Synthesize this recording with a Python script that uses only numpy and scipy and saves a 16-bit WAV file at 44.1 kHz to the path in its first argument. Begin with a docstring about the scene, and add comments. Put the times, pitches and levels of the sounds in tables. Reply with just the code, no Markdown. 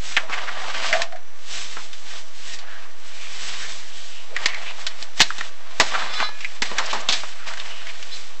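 """A faint hum and a sliding hiss come first: indoors, an inspection camera is pushed along a chimney flue. Its
rod hisses with each push, while its head grinds over soot, knocks on the walls and chafes on ridges. Hard rubs
stir a hollow note in the flue, and later the metal head rings as it drags along an edge and takes a blow. The
recorder cuts off the highest treble and clips the hardest knocks."""
import sys
import numpy as np
from scipy import signal
from scipy.fft import rfft, irfft, next_fast_len
from scipy.io import wavfile
from scipy.ndimage import uniform_filter1d, map_coordinates

SR = 44100
rng = np.random.default_rng(int(sys.argv[2]) if len(sys.argv) > 2 else 0)


def inscribe(sig):
    """Save sig as 16-bit PCM at rate SR to the path in sys.argv[1].

    A 1-D sig is mono; a 2-D sig holds one channel per row.
    Samples are clipped to [-1, 1] before scaling.
    """
    pcm = np.round(np.clip(np.atleast_2d(sig).T, -1, 1) * 32767)
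    wavfile.write(sys.argv[1], SR, pcm.astype(np.int16))


N = 370440  # 8.4 seconds


def amp(db):
    """Turn decibels into a number to multiply by (a gain)."""
    return 10 ** (np.asarray(db) / 20)

def unit(x):
    """Scale a sound to an average strength (rms) of 1."""
    return x / np.sqrt(np.mean(x ** 2) + 1e-20)

def along(points, hz):
    """Read between (frequency, value) points, giving each octave equal room."""
    freqs, values = np.transpose(points)
    return np.interp(np.log(hz + 1), np.log(freqs + 1), values)

def wobble(rate):
    """A smooth curve through `rate` random values a second."""
    return map_coordinates(rng.standard_normal(int(N * rate / SR) + 4), [np.arange(N) * rate / SR])

def swell(time, rise, hold, fall, fade_db=21.5):
    """A gain that reaches 1 at `time`, holds, then dies away; rise and fall each cover fade_db."""
    t = np.arange(N) / SR - time
    before = np.maximum(-t, 0) / max(rise, .005)
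    after = np.maximum(t - hold, 0) / max(fall, .005)
    return amp(-fade_db * (before + after))

def coloured(x, gain):
    """Filter a sound so that each frequency is scaled by gain(hz)."""
    half = next_fast_len(len(x) // 2 + 2048)
    hz = np.fft.rfftfreq(2 * half, 1 / SR)
    cepstrum = irfft(np.log(np.maximum(gain(hz), 1e-6)))
    # folding this makes the filter ring after a sound, never before it
    cepstrum[1:half] *= 2
    cepstrum[half + 1:] = 0
    return irfft(rfft(x, 2 * half) * np.exp(rfft(cepstrum)))[:len(x)]

def note_gain(hz, centre, width):
    """A resonance: it passes frequencies near its centre and drops steeply on both sides."""
    return 1 / (1 + ((hz * hz - centre * centre) / ((hz + 1) * width)) ** 2)

# resonances of the flue and rod (pitch [Hz], width [Hz], boost [dB])
RESONANCES = [(659, 17, 6), (750, 32, 2.5), (900, 57, 1), (1143, 90, 4), (1270, 20, 3), (1544, 47, 5),
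              (1840, 100, 1.5), (2360, 49, 2), (2990, 68, 3.5), (3620, 64, -1.5), (3700, 52, 1),
              (4500, 60, -2)]
def in_flue(tone, hz):
    """The gain of a tone colour once the flue and rod add their peaks and dips."""
    boost = sum(db / (1 + (2 * (hz - centre) / width) ** 2) for centre, width, db in RESONANCES)
    return amp(along(tone, hz) + boost)

# tones of the equipment (pitch [Hz], level [dB])
HUM_TONES = [(263.8, -71.5), (300, -72.5), (430, -67.5), (545, -67.5), (662, -67.5), (5862, -61.5)]
# tone colour of the room's air (frequency [Hz], relative level [dB])
AIR_TONE = [(25, -18), (80, 10), (160, -14), (400, 3.5), (700, 5.5), (2000, 3), (5000, -19.5), (8000, -6.5)]
def hum_and_air():
    """The equipment hums and thinly whines over the soft noise of still room air."""
    t = np.arange(N) / SR
    hum = sum(amp(db) * np.sqrt(2) * np.sin(2 * np.pi * hz * t + 0.26 * wobble(6.6))
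              for hz, db in HUM_TONES)
    air = unit(coloured(rng.standard_normal(N), lambda hz: in_flue(AIR_TONE, hz)))
    return hum + amp(-50.5) * air

# pushes of the rod (time [s], rise [s], hold [s], fall [s], level [dB], grit [0 smooth to 1 coarse])
PUSHES = [(0.058,0.13,0.095,0.11,-38.5,0.071), (0.205,.03,0.017,0.088,-36,0.85),
          (0.314,0.12,0.37,0.083,-38,0.84), (0.803,0.38,0.22,0.068,-32,0.62),
          (1.527,0.15,0.029,0.56,-36.5,0), (2.122,0.22,0.065,0.072,-41,0.17), (2.51,0.33,0.039,0.038,-41,0),
          (2.6,0.08,0.22,0.15,-46,0.73), (3.06,.12,0.23,0.21,-48.5,0.1), (3.421,0.52,.24,0.39,-37,0.16),
          (3.993,0.81,0.13,.4,-47.5,0), (4.417,0.25,0.074,1,-37.5,0.64),
          (4.808,0.096,0.019,0.13,-41.5,0.11), (5.017,0.12,0.019,0.037,-41.5,0.23),
          (5.178,0.033,.03,0.29,-37,0.091), (5.37,0.17,0.097,0.14,-42,0.42), (5.68,0.36,0.14,.1,-47.5,0.79),
          (5.852,0.14,0.018,0.19,-33,0.34), (5.929,0.081,0.099,0.18,-30.5,0.81),
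          (6.188,0.21,0.032,0.12,-32,.55), (6.41,0.29,0.15,0.16,-45,0.32), (6.656,0.035,.02,0.2,-34,0.41),
          (6.794,0.18,0.2,0.24,-35,0.82), (7.164,0.064,0.024,0.59,-38,0.32),
          (7.475,.04,0.031,0.076,-35,0.5), (7.6,0.11,0.022,0.55,-39.5,0.53), (7.79,0.37,0.19,0.43,-45,0.36),
          (8.135,0.23,0.051,0.5,-43.5,0.22)]
def rod_pushes(creep_db=-55, creep_grit=0.49):
    """Levels in dB of grind, rasp and hiss: all follow the push, and grit trades hiss for grind."""
    moves = [(amp(db) * swell(time, rise, hold, fall), grit) for time, rise, hold, fall, db, grit in PUSHES]
    moves.append((amp(creep_db), creep_grit))  # between pushes the rod still creeps along
    power = np.zeros((3, N))
    for gain, grit in moves:
        grind_db = np.interp(grit, (0, 1), (-12, 2.5))
        hiss_db = np.interp(grit, (0, 1), (11, -4))
        power += amp([grind_db, 0, hiss_db])[:, None] ** 2 * gain ** 2
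    return 10 * np.log10(power)

def friction(tone, rate, spread_db, smooth=1.0):
    """Rubbing is many tiny uneven slips, `rate` a second, mixed with smooth noise."""
    slips = (rng.random(N) < rate / SR) * rng.standard_normal(N)
    slips *= amp(spread_db * np.clip(rng.standard_normal(N), -2, 2))
    force = unit(slips) + smooth * rng.standard_normal(N)
    return unit(coloured(force, lambda hz: in_flue(tone, hz)))

# tone colours of the low, middle and high parts of a scrape (frequency [Hz], relative level [dB])
GRIND_TONE = [(30, -35), (130, -31), (210, -10), (340, -13.5), (480, -5.5), (700, 1), (1150, 0), (1600, -3),
              (2600, -15.5), (6000, -48.5)]
RASP_TONE = [(150, -33), (700, -14.5), (1300, -6.5), (1800, 2), (2700, 1), (3400, 0), (4600, -4),
             (8000, -21)]
HISS_TONE = [(30, -14.5), (110, -16.5), (300, -15), (900, -18.5), (2200, -10.5), (3500, -3.5), (4600, -5),
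             (6000, -6), (7400, -9.5), (8500, -2.5)]
def scraping(grind_db, rasp_db, hiss_db):
    """The head judders over coarse soot while the rod slides smoothly behind it."""
    # the harder the head presses, the more it catches and lets go
    judder = wobble(55) * np.clip((grind_db + 60.5) / 20, 0, 1)
    grind = amp(grind_db + 2 * judder + 0.7 * wobble(22))
    grind *= friction(GRIND_TONE, rate=900, spread_db=0.5, smooth=0.68)
    rasp = amp(rasp_db + 2.9 * judder + .5 * wobble(14))
    rasp *= friction(RASP_TONE, rate=2500, spread_db=2)
    hiss = amp(hiss_db + 0.84 * judder + 1.5 * wobble(25))
    hiss *= friction(HISS_TONE, rate=4000, spread_db=0.5)
    return grind + rasp + hiss

def soot_crumbs(grind_db, per_second=40, typical_hz=1103):
    """Lumps of soot catch under the head: small dull taps that follow the level of the grinding."""
    out = np.zeros(N + SR)
    t = np.arange(SR // 20) / SR
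    gaps = rng.exponential(size=900)
    chance = np.clip(rng.standard_normal((len(gaps), 2)), -2, 2)
    starts = (np.cumsum(gaps) / per_second * SR).astype(int)
    for start, (pitch, size) in zip(starts[starts < N], chance):
        hz = typical_hz * np.exp(0.442 * pitch)
        fade = amp(-20 * hz * t / 9) * (1 - np.exp(-hz * t))  # drops 20 dB every 9 cycles
        tap = fade * np.sin(2 * np.pi * hz * t)
        out[start:start + len(t)] += amp(grind_db[start] + 3 + 3 * size) * tap
    return out[:N]

def ring_width(ring_hz, rod_hz=2090):
    """Width in Hz of a knock's ring: broader when high, but purer near the rod's own note."""
    near_rod = np.exp(-(np.log(ring_hz / rod_hz) / 0.16) ** 2)
    return 1400 * np.sqrt(ring_hz / rod_hz) * (1 - 0.6 * near_rod)

# blows on the wall (time [s], relative level [dB], ring pitch [Hz], thud boost [dB],
# crack boost [dB], time for the rattle to fade by 60 dB [s])
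WALL_KNOCKS = [(0.166,-0.5,2610,-26,-27,0.037), (.169,-2,1740,-22.5,-31,0.082),
               (.296,-16.5,1030,-17,-20,0.13), (.927,-3,1790,-31,-15.5,0.13),
               (1.018,-17.5,1630,-36,3.5,0.058), (1.123,-26,1610,-34,-13,0.08),
               (1.159,-31,1710,-31,-11,0.14), (1.767,-21,1460,-12.5,-18,0.17),
               (1.93,-27,3400,-47,-7.5,0.16), (2.588,-27.5,4140,-40,-6.5,.11),
               (4.3638,-7.5,1870,-35,-17,0.056), (4.458,-1,2060,-21,-5.5,0.031),
               (4.545,-13.5,2100,-32,-11,0.019), (4.866,-12.5,3930,-25,-6,0.083),
               (5.025,-18,4130,-18,-7,0.025), (5.195,-17.5,3050,-24,-1.5,.14), (5.203,3,3170,-15,-4,0.035),
               (5.215,-1,3890,-28,-7.5,.065), (5.304,-10.5,1480,-38,-28,0.058),
               (5.382,-25,3400,-13,-2,0.15), (5.409,-11.5,1680,-24,-19,0.067), (5.799,-1,1920,-7,-3,0.045),
               (5.806,-10.5,780,-9.5,-2,0.15), (6.2008,-7.5,1510,-13.5,-29,0.069),
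               (6.226,-6,940,-36,-26,0.023), (6.289,-20,960,-22,-20,.05), (6.406,-22.5,2340,-33,-9,0.12),
               (6.445,-9.5,2260,-39,-21,0.065), (6.62,-6.5,1970,-15.5,-6,.084),
               (6.714,-22.5,550,-8.5,-20,0.2), (6.783,-10.5,1800,-19,-3.5,.1),
               (6.929,-13.5,1000,-6.5,-8.5,0.22), (7.0866,-5,3430,-18,-11,0.14),
               (7.094,-10.5,3940,-20,-12,0.17), (7.124,-11,3800,-22,-5,0.2), (7.234,-18,1020,-25,-23,0.073),
               (7.535,-19.5,1730,-37,-10,.05), (7.573,-20,1560,-42,-12,0.046),
               (7.598,-17,2880,-32,-21,0.06), (7.868,-22.5,2070,-18,-9,0.078),
               (8.026,-27,4200,-41,-1.5,.068)]
def knocks(rise_s=0.00075, impact_s=0.013, bounce_s=.0062):
    """The head hits the wall and rattles briefly: a short ring, a thud and a bright crack."""
    out = np.zeros(N + SR)
    t = np.arange(SR // 4) / SR
    for time, db, ring_hz, thud_db, crack_db, rattle_s in WALL_KNOCKS:
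        impact = amp(-60 * t / impact_s)
        rattle = 0.7 * amp(-60 * t / rattle_s)
        strike = (impact + rattle) * (1 - np.exp(-t / rise_s))
        # the head bounces twice, loudly only after a hard blow
        bounce = min(0.42 * amp(db) ** 2, 1)
        hits = [bounce ** k * np.interp(t - k * bounce_s, t, strike) for k in range(3)]
        fade = np.sqrt(sum(hit ** 2 for hit in hits))
        parts = [(-8.5, lambda hz: note_gain(hz, ring_hz, ring_width(ring_hz))),
                 (thud_db, lambda hz: in_flue(THUD_TONE, hz)),
                 (crack_db, lambda hz: in_flue(CRACK_TONE, hz))]
        for part_db, gain in parts:
            burst = coloured(fade * rng.standard_normal(len(t)), gain)
            burst *= np.linalg.norm(fade) / np.linalg.norm(burst)
            out[round(time * SR):][:len(t)] += amp(db + part_db + 0.5) * burst
    return out[:N]

# rubs on ridges (middle time [s], half length [s], level [dB], pitch [Hz])
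RIDGE_RUBS = [(.337,0.031,-23.5,2000), (0.384,0.032,-28,1700), (0.487,0.03,-25.5,1480),
              (.568,0.019,-32,890), (0.644,0.019,-31.5,1000), (2.478,.14,-46,2900), (2.54,0.021,-35.5,4500),
              (2.731,0.31,-45,1650), (3.238,0.21,-42,2370), (3.55,0.19,-48,1190), (3.641,0.063,-37,1810),
              (4.003,.25,-45.5,3220), (4.181,0.18,-43,2850), (4.331,0.067,-44,520), (4.415,0.09,-50,490),
              (4.51,0.17,-33,2070), (4.678,0.066,-32.5,2480), (5.953,0.028,-19.5,1350),
              (6.017,0.031,-26,1300), (6.141,0.016,-28,1900), (6.804,.032,-24,1000),
              (6.863,0.014,-28.5,5000), (6.912,0.03,-26.5,3140), (7.01,.022,-34.5,5500),
              (7.135,0.032,-22.5,3900), (7.424,.1,-43,1440), (7.484,.03,-34.5,2630), (7.512,0.028,-33,1170),
              (7.758,.25,-42,2830), (7.897,0.034,-33,2400)]
def chafing():
    """The head chafes on a ridge, and the contact sounds a broad, gritty note."""
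    out = np.zeros(N + SR)
    for middle, half_length, db, pitch in RIDGE_RUBS:
        width_hz = 0.882 * pitch * (.03 / half_length) ** 0.56  # longer rubs settle into a purer note
        n = round(2 * half_length * SR)
        grit = rng.standard_normal(n) * amp(2 * rng.standard_normal(n))
        rub = unit(coloured(grit, lambda hz: note_gain(hz, pitch, width_hz)))
        out[round((middle - half_length) * SR):][:n] += amp(db) * np.hanning(n) ** 2 * rub
    return out[:N]

# hard rubs (time [s], rise [s], hold [s], fall [s], level [dB])
HARD_RUBS = [(0.937,0.038,.018,0.11,-21.5), (1.131,.012,0.015,0.051,-34)]
def hollow_note(pitch_hz=683, width_hz=90):
    """Hard rubbing makes the air in the flue sound one hollow note."""
    note = coloured(rng.standard_normal(N), lambda hz: 1 / (1 + (2 * (hz - pitch_hz) / width_hz) ** 2))
    # even out the note's strength, so that it stays rough but follows the rub
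    strength = np.sqrt(np.abs(uniform_filter1d(note ** 2, size=1200)) + 1e-12)
    rubs = sum(amp(db) * swell(time, rise, hold, fall) for time, rise, hold, fall, db in HARD_RUBS)
    return rubs * note / strength

# tones of the metal head (pitch [Hz], level [dB], fall [s])
METAL_TONES = [(1024,-50,.25), (1240,-38,.06), (1312,-50,0.18), (1490,-43,.06), (1700,-42,0.29),
               (2070,-42,.07), (2180,-47,0.2), (2440,-44.5,0.27), (2950,-47.5,.07), (3300,-45,.07),
               (3502,-36,0.064), (3645,-46,.07), (4018,-35,.1), (4400,-40.5,0.063), (4788,-45,.06),
               (5100,-53,0.15), (5200,-41.5,0.065)]
# swells of the metal ring: drags along an edge, and near 6.18 s a blow on the wall (time [s], rise [s], hold
# [s], boost [dB], extra boost for low tones [dB])
METAL_SWELLS = [(5.98,0.051,.08,-10,4), (6.13,.12,0.13,-1,0), (6.18,.03,0.031,-1,9), (6.23,0.044,0.018,4,2),
                (8.126,0.023,0.014,-2.5,-20)]
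def metal_ring(flutter_db=3, low_below_hz=3300):
    """Dragged along an edge, or jolted by a blow, the metal head sings in many tones, each fluttering on its
    own."""
    t = np.arange(N) / SR
    ring = np.zeros(N)
    for hz, db, fall in METAL_TONES:
        # each swell sets how strongly the low tones ring beside the high ones
        drags = [amp(boost_db + (hz < low_below_hz) * low_db) * swell(time, rise, hold, fall)
                 for time, rise, hold, boost_db, low_db in METAL_SWELLS]
        strength = np.max(drags, axis=0) * amp(db + flutter_db * wobble(35))
        ring += strength * np.sin(2 * np.pi * hz * t + 0.78 * wobble(40))
    return ring

# how long the echo lasts (frequency [Hz], time to fade by 60 dB [s])
ECHO_TIMES = [(150, 0.58), (700, 0.18), (2500, 0.23), (8000, 0.17)]
def echo(x, delay_samples=300):
    """Reflections blur into a tail in which each frequency dies at its own speed."""
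    hz, t, noise = signal.stft(rng.standard_normal(SR // 2), SR, nperseg=256)
    fade = amp(-60 * t / along(ECHO_TIMES, hz)[:, None])
    tail = signal.istft(noise * fade, SR, nperseg=256)[1]
    return signal.fftconvolve(np.pad(x, (delay_samples, 0)), tail / np.linalg.norm(tail))[:N]

# tone colours of a knock's thud and crack (frequency [Hz], relative level [dB])
THUD_TONE = [(30,-5), (90,-11), (135,-9.5), (200,-1), (300,-1), (500,-1), (950,6.5), (1600,-9.5),
             (3000,-14), (8000,-46.5)]
CRACK_TONE = [(100, -32.5), (600, -16.5), (1100, -11), (1800, 0.5), (3000, -1), (4200, 0), (6000, -5.5),
              (8000, -9)]
def scene():
    """Scrapes and knocks with their echo, plus the hollow note, ringing metal and hum, in mono."""
    grind_db, rasp_db, hiss_db = rod_pushes()
    scrape = scraping(grind_db, rasp_db, hiss_db) + chafing() + soot_crumbs(grind_db)
    blows = knocks()
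    echoes = echo(amp(-10.5) * scrape + amp(-18.5) * blows)
    return (scrape + blows + echoes + hollow_note() + metal_ring() + hum_and_air())[None]

def record(dry, treble_edge_hz=7900, top_hz=15870, offset=.134):
    """The recorder cuts the top treble; its steady offset makes loud peaks overload on one side first."""
    hz = np.fft.rfftfreq(N + SR, 1 / SR)
    shifted = dry + offset
    squashed = shifted / (1 + np.abs(shifted / .76) ** 6) ** (1 / 6) - offset
    spectrum = rfft(squashed, N + SR) / np.hypot(1, (hz / treble_edge_hz) ** 36)
    clipped = np.clip(irfft(spectrum, N + SR) + offset, -.73, .73)
    return irfft(rfft(clipped) * (hz < top_hz), N + SR)[:, :N]

dry = scene()
out = record(dry)
inscribe(out)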